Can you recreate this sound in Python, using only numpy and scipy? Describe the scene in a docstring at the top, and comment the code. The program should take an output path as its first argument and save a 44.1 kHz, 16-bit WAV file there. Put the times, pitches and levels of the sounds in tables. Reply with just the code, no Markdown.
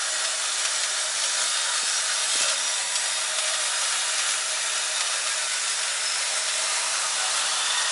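"""Small parts on vibrating feeders

Vibrating feeders shake hard parts along steel: tiny random impacts, bunched by the mains-driven stroke, make a hiss
that swells as batches pass and rings chutes, bowl and track, coded as decaying modes; guards add a hollow ring.
Parts clack and crackle as filtered noise bursts and hits, ping as wavering modes, and a few knock dully.
A hopper wall drones, and filtered noise makes the factory roar, louder as the microphone turns to the film rollers.
Over mains hum, film starts to rasp there near the end, and rough modes squeal."""
import sys
import numpy as np
from scipy import signal
from scipy.fft import rfft, irfft, next_fast_len
from scipy.io import wavfile

SR = 44100
rng = np.random.default_rng(int(sys.argv[2]) if len(sys.argv) > 2 else 0)


def inscribe(sig):
    """Save sig as 16-bit PCM at rate SR to the path in sys.argv[1].

    A 1-D sig is mono; a 2-D sig holds one channel per row.
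    Samples are clipped to [-1, 1] before scaling.
    """
    pcm = np.round(np.clip(np.atleast_2d(sig).T, -1, 1) * 32767)
    wavfile.write(sys.argv[1], SR, pcm.astype(np.int16))


N = 348831
TIME = np.arange(N) / SR
FREQ = np.fft.rfftfreq(N, 1 / SR)

# Roar of the hall. Each row: frequency in Hz, relative level in dB per Hz.
ROAR_SPECTRUM = [(25, -53), (100, -40), (200, -26), (400, -17.5), (750, -4.5), (1300, -1), (2200, -19),
                 (3600, -10.5), (6000, -4.5), (11000, -10)]
# Hum of the feeder magnets. Each row: frequency in Hz, level in dB before it opens up and wavers.
HUM_TONES = [(50, -91), (100, -90), (150, -82), (200, -73)]
# The load shifts in the hopper. Each row: start in seconds, length in seconds, extra drone in dB.
LOAD_SHIFTS = [(0.15, 0.19, 4), (0.65, 0.74, 2.5), (2.38, 0.06, 9), (3.33, 0.31, 6), (4.08, 0.15, 1),
               (5.22, 0.17, 5), (6.2, 0.43, 4)]
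# Film rasping over the rollers. Each row: frequency in Hz, relative level in dB per Hz.
FILM_SPECTRUM = [(100, -40), (900, -8), (1300, 4.5), (1900, -4), (2300, -38), (2650, 2.5), (3300, 2),
                 (4600, -5), (6000, -18), (11000, -15)]
# Film rollers and their arms. Each row: frequency in Hz, width in Hz, relative level in dB.
ROLLER_MODES = [(765, 40, -7), (1330, 120, -2), (3150, 250, -1), (3520, 90, -2)]
# Roller squeals. Each row: start in seconds, length in seconds, frequency in Hz, level in dB, width in Hz.
SQUEALS = [(7.28, 0.09, 4110, -40, 90), (7.33, 0.12, 3540, -40, 70), (7.48, 0.06, 3355, -38.5, 20),
           (7.52, 0.17, 3525, -35.5, 45), (7.66, 0.19, 3635, -36.5, 60), (7.71, 0.2, 3540, -40, 50),
           (7.55, 0.08, 3200, -39, 110), (7.58, 0.37, 1765, -42.5, 30), (7.62, 0.33, 1915, -43, 70),
           (7.7, 0.25, 1861, -36.6, 11)]
# Dull knocks on the frame. 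Each row: start in seconds, peak in dB, 60 dB decay in seconds, lowest Hz.
KNOCKS = [(0.59, -44, 0.12, 70), (1.833, -32.5, 0.04, 70), (2.355, -27.8, 0.04, 185),
          (2.409, -33.5, 0.04, 85), (2.419, -33.5, 0.05, 80), (2.441, -38.5, 0.1, 75),
          (2.48, -43, 0.04, 130)]
# Chatter that makes one spot sing. Each row: time of the height in seconds, frequency in Hz, level in dB,
# length in seconds, width in Hz.
PINGS = [(0.053, 5690, -40, 0.16, 15), (0.09, 8014, -43, 0.16, 8), (0.14, 7068, -38, 0.14, 12),
         (0.28, 5186, -40, 0.14, 8), (0.18, 1920, -40, 0.3, 40), (0.72, 5730, -41, 0.6, 110),
         (0.77, 8014, -39.5, 0.2, 8), (0.95, 3620, -43, 0.6, 170), (1.39, 972, -44, 0.17, 12),
         (1.48, 3630, -39, 0.62, 170), (1.71, 972, -43, 0.1, 12), (1.85, 8014, -38, 0.42, 8),
         (1.9, 7068, -43.5, 0.4, 12), (1.945, 5690, -35, 0.11, 12), (1.93, 5186, -39.5, 0.2, 8),
         (2.3, 8014, -38, 0.2, 8), (2.44, 3165, -38, 0.14, 30), (2.45, 2657, -39, 0.14, 50),
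         (2.49, 565, -45, 0.22, 14), (2.5, 1410, -40, 0.13, 60), (2.45, 5690, -39.5, 0.14, 20),
         (2.66, 5690, -36.5, 0.22, 12), (2.67, 5785, -38.5, 0.2, 30), (2.62, 285, -60, 0.2, 14),
         (2.8, 8014, -41, 0.2, 8), (2.82, 972, -47, 0.85, 14), (2.95, 1930, -43, 0.8, 130),
         (2.965, 8014, -36.5, 0.17, 8), (3.44, 8123, -39.5, 0.16, 12), (3.7, 8123, -43.5, 0.35, 10),
         (3.81, 5040, -41, 0.2, 20), (4.05, 7600, -42, 0.6, 50), (5.28, 1220, -40, 0.05, 50),
         (5.312, 1644, -36, 0.08, 12), (5.5, 1484, -43, 0.35, 16), (5.9, 1585, -42, 0.14, 25),
         (5.98, 1468, -43, 0.25, 20), (6.118, 5183, -34.5, 0.17, 12), (6.37, 1380, -38, 0.05, 110),
         (6.403, 5186, -36, 0.08, 8), (6.8, 2660, -41, 0.6, 150), (6.7, 1220, -40, 0.1, 35),
         (6.83, 966, -42, 0.2, 16), (6.95, 1472, -38.5, 0.11, 28), (6.98, 1370, -41, 0.12, 40),
         (7.045, 1233, -36, 0.1, 22), (7.05, 1478, -40, 0.08, 28), (7.2, 1480, -36.5, 0.11, 26),
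         (7.24, 760, -39.5, 0.11, 14), (7.48, 4480, -37, 0.12, 18), (7.78, 975, -41, 0.3, 14)]
# Parts dropping on a chute. Each row: start in seconds, impact level in dB before CLACK_TRIM_DB, lowest Hz.
CLACKS = [(0.247, -26.4, 1500), (0.649, -23.3, 600), (0.834, -25, 2000), (1.237, -27, 1200),
          (1.568, -28.3, 2000), (2.398, -30, 2000), (2.416, -26, 2500), (2.431, -27, 900),
          (2.483, -24.5, 1800), (2.495, -28, 3000), (2.52, -30, 3000), (2.954, -22.8, 2600),
          (3.384, -23.5, 900), (3.535, -27.9, 1200), (3.923, -25.8, 1200), (4.181, -27.5, 2500),
          (4.192, -26.3, 600), (4.288, -25.8, 1200), (4.305, -28, 900), (5.006, -23, 600),
          (5.067, -30, 1500), (5.27, -27.5, 1200), (5.83, -28.6, 1200), (6.484, -31, 2000),
          (7.663, -30, 2500)]
# Hard part on steel. Each row: frequency in Hz, relative level in dB per Hz.
CLACK_SPECTRUM = [(100, -45), (500, -17), (1300, -2), (2300, -2), (3700, 0), (5500, -1), (8000, -6),
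                  (11000, -8)]
# Pours of the nearest batch. Each row: start in seconds, length in seconds, linear gain.
SPILLS = [(2.335, 0.04, 0.45), (2.394, 0.058, 0.85), (2.477, 0.022, 0.85), (2.508, 0.026, 0.75)]
# Hollow ring of the sheet guards. Each row: frequency in Hz, relative level in dB per Hz.
GUARD_SPECTRUM = [(400, -54), (1050, -27), (1220, -0.5), (1370, 4), (1560, 1), (1920, -1), (2200, -23),
                  (4000, -32)]
# Level of that ring. Each row: time in seconds, level in dB.
GUARD_LEVEL = [(0.1, -37.5), (0.45, -40.5), (1.1, -42), (1.7, -37), (2.0, -40), (2.5, -40.5), (2.7, -43),
               (3.15, -47), (3.3, -40), (4.3, -35.5), (4.55, -40), (5.1, -41), (5.35, -41), (5.6, -44),
               (6.0, -39), (6.25, -45), (6.9, -42.5), (7.9, -50)]
# The parts' own clicks. Each row: frequency in Hz, relative level in dB per Hz.
RATTLE_SPECTRUM = [(25, -43), (70, -39), (150, -31.5), (310, -21), (430, -15), (700, -13), (1080, -9),
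                   (1300, -5.5), (1900, -2.5), (2250, -5), (3000, -4), (3700, -3), (4400, -4), (5600, -3),
                   (7300, -6), (9300, -3.5), (11000, -5.5)]
# Batches that crowd the chutes. Each row: start in seconds, length in seconds, extra flow in dB.
BATCHES = [(0.58, 0.12, 0.6), (1.14, 1.29, 1.5), (2.33, 0.18, 1.8), (3.33, 1, 1.1), (4.14, 0.11, 0),
           (6.48, 0.3, 0.9)]
# Modes of the chutes and guards. Each row: frequency in Hz, width in Hz, level in dB before the shaking gain.
CHUTE_MODES = [(561, 6, -56), (769, 56, -51.5), (900, 12, -53), (972, 14, -52), (1219, 71, -47),
               (1369, 9, -49), (1475, 5, -52), (1650, 9, -51), (1769, 5, -54.7), (1915, 26, -49),
               (2360, 16, -51), (2425, 5, -54), (2571, 74, -45.5), (2843, 51, -47), (2964, 19, -49.8),
               (3165, 70, -51), (3358, 24, -53.5), (3551, 90, -44), (3694, 50, -44.7), (4112, 80, -45)]
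# Modes of the bowl. Each row: frequency in Hz, width in Hz, level in dB before the shaking gain.
BOWL_MODES = [(4481, 14, -47.2), (4674, 6, -52.1), (5048, 27, -45.7), (5186, 8, -47.5), (5690, 11, -44.2),
              (5787, 28, -44.5), (6333, 5, -51.0), (6394, 12, -51.1), (6615, 9, -50.1), (6732, 5, -51.6),
              (6860, 12, -47.2), (7068, 13, -45.8), (7125, 15, -49.4), (7427, 5, -51.5), (8822, 25, -49.9),
              (10222, 59, -46.6), (10314, 7, -49.6)]
# High modes of the narrow feed track. Each row: frequency in Hz, width in Hz, level in dB before the shaking gain.
TRACK_MODES = [(7600, 71, -49), (7942, 33, -51), (8014, 5, -52), (8123, 12, -50.5)]

STROKE_HZ = 50
EDGE_HZ = 11020  # top of the recorder's band
# the microphone turns to the film rollers and the open hall
TURN_START_S, TURN_S = 6.14, 0.62
HALL_DB, HALL_OPEN_DB, HUM_OPEN_DB = -39, 8.5, 6
DRONE_DB, SHIFT_RISE_S, SHIFT_FALL_S = -48, 0.036, 0.094
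PULL_START_S, PULL_RISE_S, FILM_PULL_DB = 7, 0.4, -32
GRABS_PER_S, GRAB_JITTER, GRAB_DEPTH, SQUEAL_RISE_S = 30, 0.3, 0.4, 0.045
# singing modes: flutter of the strength (0-1), gain of the rasp and its extra width
FLUTTER, RASP, RASP_HZ = 0.35, 0.4, 70
CLACK_T60_S, LANDING_S, CLACK_TRIM_DB = 0.083, 0.0008, 1.0
# lighter parts drop at random; their levels also take CLACK_TRIM_DB
LIGHT_COUNT, LIGHT_DB, LIGHT_SPREAD_DB, LIGHT_LOW_HZ = 8, -32.5, 1.5, 1500
SPILL_DB, SPILL_RISE_S, SPILL_FALL_S = -30.5, 0.006, 0.028
# the steady trickle of parts, and how fast the flow builds and drains
FEED_DB, FLOW_RISE_S, FLOW_FALL_S = -26, 0.015, 0.053
# ringing steel: gain at the steady trickle in dB, and dB gained per dB of extra flow
CHUTE_DB, CHUTE_FOLLOW = 0.15, 0.36
BOWL_DB, BOWL_FOLLOW = 0.5, 0.97
TRACK_DB, TRACK_FOLLOW = 4, 1.2
# the microphone backs away from the bowl and the track
RETREAT_START_S, RETREAT_S, RETREAT_DB = 2.5, 0.9, -2.5


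def amp(db):
    """Decibels to gain."""
    return 10 ** (np.asarray(db) / 20)


def unit(x):
    """Scales to rms 1."""
    return x / np.sqrt(np.mean(x ** 2) + 1e-20)


def colour(x, spectrum):
    """Filters by a spectrum drawn on a log-frequency axis; rms 1."""
    hz, db = np.transpose(spectrum)
    f = np.fft.rfftfreq(len(x), 1 / SR)
    gain = amp(np.interp(np.log(f + 1), np.log(hz), db))
    return unit(irfft(rfft(x) * gain, len(x)))


def drift(rate_hz):
    """Slow random wavering, rms 1."""
    slow = np.exp(-(FREQ / rate_hz) ** 2)
    return unit(irfft(rfft(rng.standard_normal(N)) * slow, N))


def ramp(start_s, length_s):
    """Rises evenly from 0 to 1, then stays."""
    return np.clip((TIME - start_s) / max(length_s, 1 / SR), 0, 1)


def swells(rows, rise_s, fall_s):
    """Sums events that each rise to their height and later fall back."""
    return sum(height * (ramp(s, rise_s) - ramp(s + length, fall_s)) for s, length, height in rows)


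def add(mix, s, sound):
    """Mixes a sound in at a time."""
    part = mix[max(round(s * SR), 0):][:len(sound)]
    part += sound[:len(part)]


def thin_steel(x):
    """Thin sheets radiate hardly any bass."""
    return signal.sosfilt(signal.butter(4, 480, "high", fs=SR, output="sos"), x)


def ring(drive, modes, wander_db):
    """A drive excites decaying modes; each swells and fades at random, as when parts cross its nodes."""
    out = np.zeros(N)
    for hz, width, db in modes:
        r = np.exp(-np.pi * max(width, 1) / SR)  # a wider mode decays faster
        resonance = [1, -2 * r * np.cos(2 * np.pi * hz / SR), r * r]
        mode = signal.lfilter([1, 0, -1], resonance, drive)
        knots = np.linspace(0, TIME[-1], 48)
        wander = np.interp(TIME, knots, amp(wander_db * rng.uniform(-1.65, 1, len(knots))))
        out += amp(db) * unit(mode * wander)
    return out


def noise_band(f, hz, width_hz, size):
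    """Narrow complex noise around one frequency."""
    phase = 2j * np.pi * rng.random(len(f))
    return np.fft.ifft(np.exp(-((f - hz) / width_hz) ** 2 + phase))[:size]


def sing(hz, width_hz, flutter, size):
    """One mode kept going: its phase wanders, flutter moves its strength, and a wider noise band adds a rasp."""
    f = np.fft.fftfreq(next_fast_len(size + SR), 1 / SR)
    z = noise_band(f, hz, width_hz, size)
    touches = noise_band(f, hz, width_hz + RASP_HZ, size)
    tone = z.real / (abs(z) + 1e-20) ** (1 - flutter)
    return unit(unit(tone) + RASP * unit(touches.real))


def impacts(per_s, spread_db, stroke, second_stroke, clump_db):
    """Random tiny hits; parts land in step with the stroke and jostle in clumps."""
    hits = (rng.random(N) < per_s / SR) * rng.choice([-1., 1.], N)
    size = amp(spread_db * np.minimum(rng.exponential(1, N), 5))
    turn = 2 * np.pi * STROKE_HZ * TIME
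    beat = 1 + stroke * np.cos(turn) + second_stroke * np.cos(2 * turn)
    return unit(hits * size * beat * amp(clump_db * drift(rate_hz=12.0)))


def scatter(x, t60, wet):
    """Countless weak modes of the surrounding steel; their pattern shifts as the microphone moves."""
    t, out = TIME[:SR // 3], x.copy()
    places = np.linspace(0, TIME[-1], 9)
    for s in places:
        tail = rng.standard_normal(len(t)) * amp(-60 * t / t60)
        nearness = np.sqrt(np.maximum(1 - abs(TIME - s) / places[1], 0))
        out += wet * nearness * signal.oaconvolve(x, tail / np.linalg.norm(tail))[:N]
    return unit(out)


def hall():
    """Distant machinery blurred into a roar, over the mains hum; both open up as the microphone turns."""
    facing = ramp(TURN_START_S, TURN_S)
    roar = amp(HALL_DB + HALL_OPEN_DB * facing) * colour(rng.standard_normal(N), ROAR_SPECTRUM)
    hum = np.zeros(N)
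    for hz, db in HUM_TONES:
        hum += amp(db) * np.sqrt(2) * np.sin(2 * np.pi * (hz * TIME + rng.random()))
    opening = unit(amp(HUM_OPEN_DB * facing))  # keeps the average level
    return roar + hum * opening * amp(2 * drift(rate_hz=1.2))


def hopper():
    """The shifting load drums on two close modes of a wide wall, driven by noise."""
    wall = ring(rng.standard_normal(N), [(626.6, 13.3, 13.0), (652, 3.7, 5.5)], wander_db=1.5)
    drone_db = DRONE_DB + swells(LOAD_SHIFTS, SHIFT_RISE_S, SHIFT_FALL_S)
    return amp(drone_db) * unit(thin_steel(wall))


def film():
    """Plastic film rasps over the rollers in fine stick and slip and makes them sing; speed sets loudness."""
    speed = ramp(PULL_START_S, PULL_RISE_S)
    slips = amp(0.66 * drift(rate_hz=49)) * rng.standard_normal(N)
    singing = unit(ring(slips, ROLLER_MODES, wander_db=8))
    rasp = colour(rng.standard_normal(N), FILM_SPECTRUM) * amp(drift(rate_hz=44))
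    return amp(FILM_PULL_DB) * speed * (rasp + amp(-11.0) * thin_steel(singing))


def squeals():
    """The film grabs and lets go of the rollers; the rough squeal hops between modes."""
    out = np.zeros(N)
    for s, length, hz, db, width in SQUEALS:
        swell = swells([(s, length, 1)], SQUEAL_RISE_S, SQUEAL_RISE_S)
        on = swell > 0
        out[on] += amp(db) * swell[on] * sing(hz, width, FLUTTER, size=on.sum())
    grabs = np.cumsum(GRABS_PER_S * (1 + GRAB_JITTER * drift(rate_hz=12))) / SR
    return out * unit(1 + GRAB_DEPTH * np.cos(2 * np.pi * grabs))


def knocks():
    """Heavily damped thuds of the frame: a firm push and a brief shudder through a low band."""
    out, t = np.zeros(N), TIME[:SR // 4]
    for s, db, t60, low_hz in KNOCKS:
        band = signal.butter(3, [low_hz, 650], "band", fs=SR, output="sos")
        # a small panel radiates its lowest notes weakly
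        panel = signal.butter(1, 250, "high", fs=SR, output="sos")
        shudder = 0.03 * rng.standard_normal(len(t)) * amp(-60 * t / t60)
        blow = (t == 0) + shudder
        thud = signal.sosfilt(np.vstack([band, panel]), blow)
        add(out, s, amp(db) * thud / abs(thud).max())
    return out


def pings():
    """A mode swells and fades while parts chatter on its spot."""
    out = np.zeros(N)
    for s, hz, db, length, width in PINGS:
        near = abs(TIME - s) < length / 2
        swell = np.sqrt(abs(np.cos(np.pi * (TIME[near] - s) / length)))
        out[near] += amp(db) * swell * sing(hz, width, FLUTTER, size=len(swell))
    return out


def clacks():
    """Each dropped part is a short noise burst, dense as steel resonances, with a softened onset."""
    out, t = np.zeros(N), TIME[:SR // 4]
    landing = 1 - np.exp(-t / LANDING_S)
    light = []
    for when, force in rng.random((LIGHT_COUNT, 2)):
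        light.append((TIME[-1] * when, LIGHT_DB + LIGHT_SPREAD_DB * (2 * force - 1), LIGHT_LOW_HZ))
    for s, db, low_hz in CLACKS + light:
        thin = signal.butter(2, low_hz, "high", fs=SR, output="sos")  # small parts sound thinner
        noise = colour(rng.standard_normal(len(t)), CLACK_SPECTRUM)
        burst = signal.sosfilt(thin, noise) * landing * amp(-60 * t / CLACK_T60_S)
        # the level is that of the first 11 ms
        add(out, s, amp(CLACK_TRIM_DB + db) * burst / np.std(burst[t < 0.011]))
    return out


def spill():
    """The biggest batch tumbles out close by in quick pours of sparser hits, so that it crackles."""
    hits = impacts(per_s=1400, spread_db=1.5, stroke=0.18, second_stroke=0.11, clump_db=1.2)
    pours = swells(SPILLS, SPILL_RISE_S, SPILL_FALL_S)
    return amp(SPILL_DB) * pours * colour(hits, CLACK_SPECTRUM)


def guards():
    """The sheet guards give the rattle a hollow middle that comes and goes."""
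    hits = impacts(per_s=5000, spread_db=2.0, stroke=0.018, second_stroke=0.13, clump_db=2.0)
    level_db = np.interp(TIME, *np.transpose(GUARD_LEVEL))
    return amp(level_db) * colour(hits, GUARD_SPECTRUM)


def feeder():
    """The parts' own clicks, and the chutes, bowl and track they set ringing; all follow the flow."""
    flow_db = swells(BATCHES, FLOW_RISE_S, FLOW_FALL_S)
    away_db = RETREAT_DB * ramp(RETREAT_START_S, RETREAT_S)
    near = impacts(per_s=12000, spread_db=2.5, stroke=0.18, second_stroke=0.11, clump_db=1.2)
    # countless farther hits merge into an even wash
    wash = scatter(near + rng.standard_normal(N), t60=0.11, wet=0.71)
    rattle = amp(FEED_DB + flow_db) * colour(wash, RATTLE_SPECTRUM)
    steel = np.zeros(N)
    for modes, shaking_db in [(CHUTE_MODES, CHUTE_DB + CHUTE_FOLLOW * flow_db),
                              (BOWL_MODES, BOWL_DB + BOWL_FOLLOW * flow_db + away_db),
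                              (TRACK_MODES, TRACK_DB + TRACK_FOLLOW * flow_db + away_db)]:
        hits = impacts(per_s=5000, spread_db=3, stroke=0.018, second_stroke=0.097, clump_db=1.1)
        steel += amp(shaking_db) * ring(hits, modes, wander_db=2.8)
    return rattle + thin_steel(steel)


def scene():
    """Everything at one microphone."""
    background = hall() + hopper() + film() + squeals()
    single_parts = knocks() + pings() + clacks()
    flow = spill() + guards() + feeder()
    return (background + single_parts + flow)[None]


def record(dry):
    """The recorder's steep band limit."""
    lowpass = signal.firwin(2047, EDGE_HZ, window=("kaiser", 9), fs=SR)
    return signal.oaconvolve(dry, lowpass[None], "same")


dry = scene()
out = record(dry)
inscribe(out)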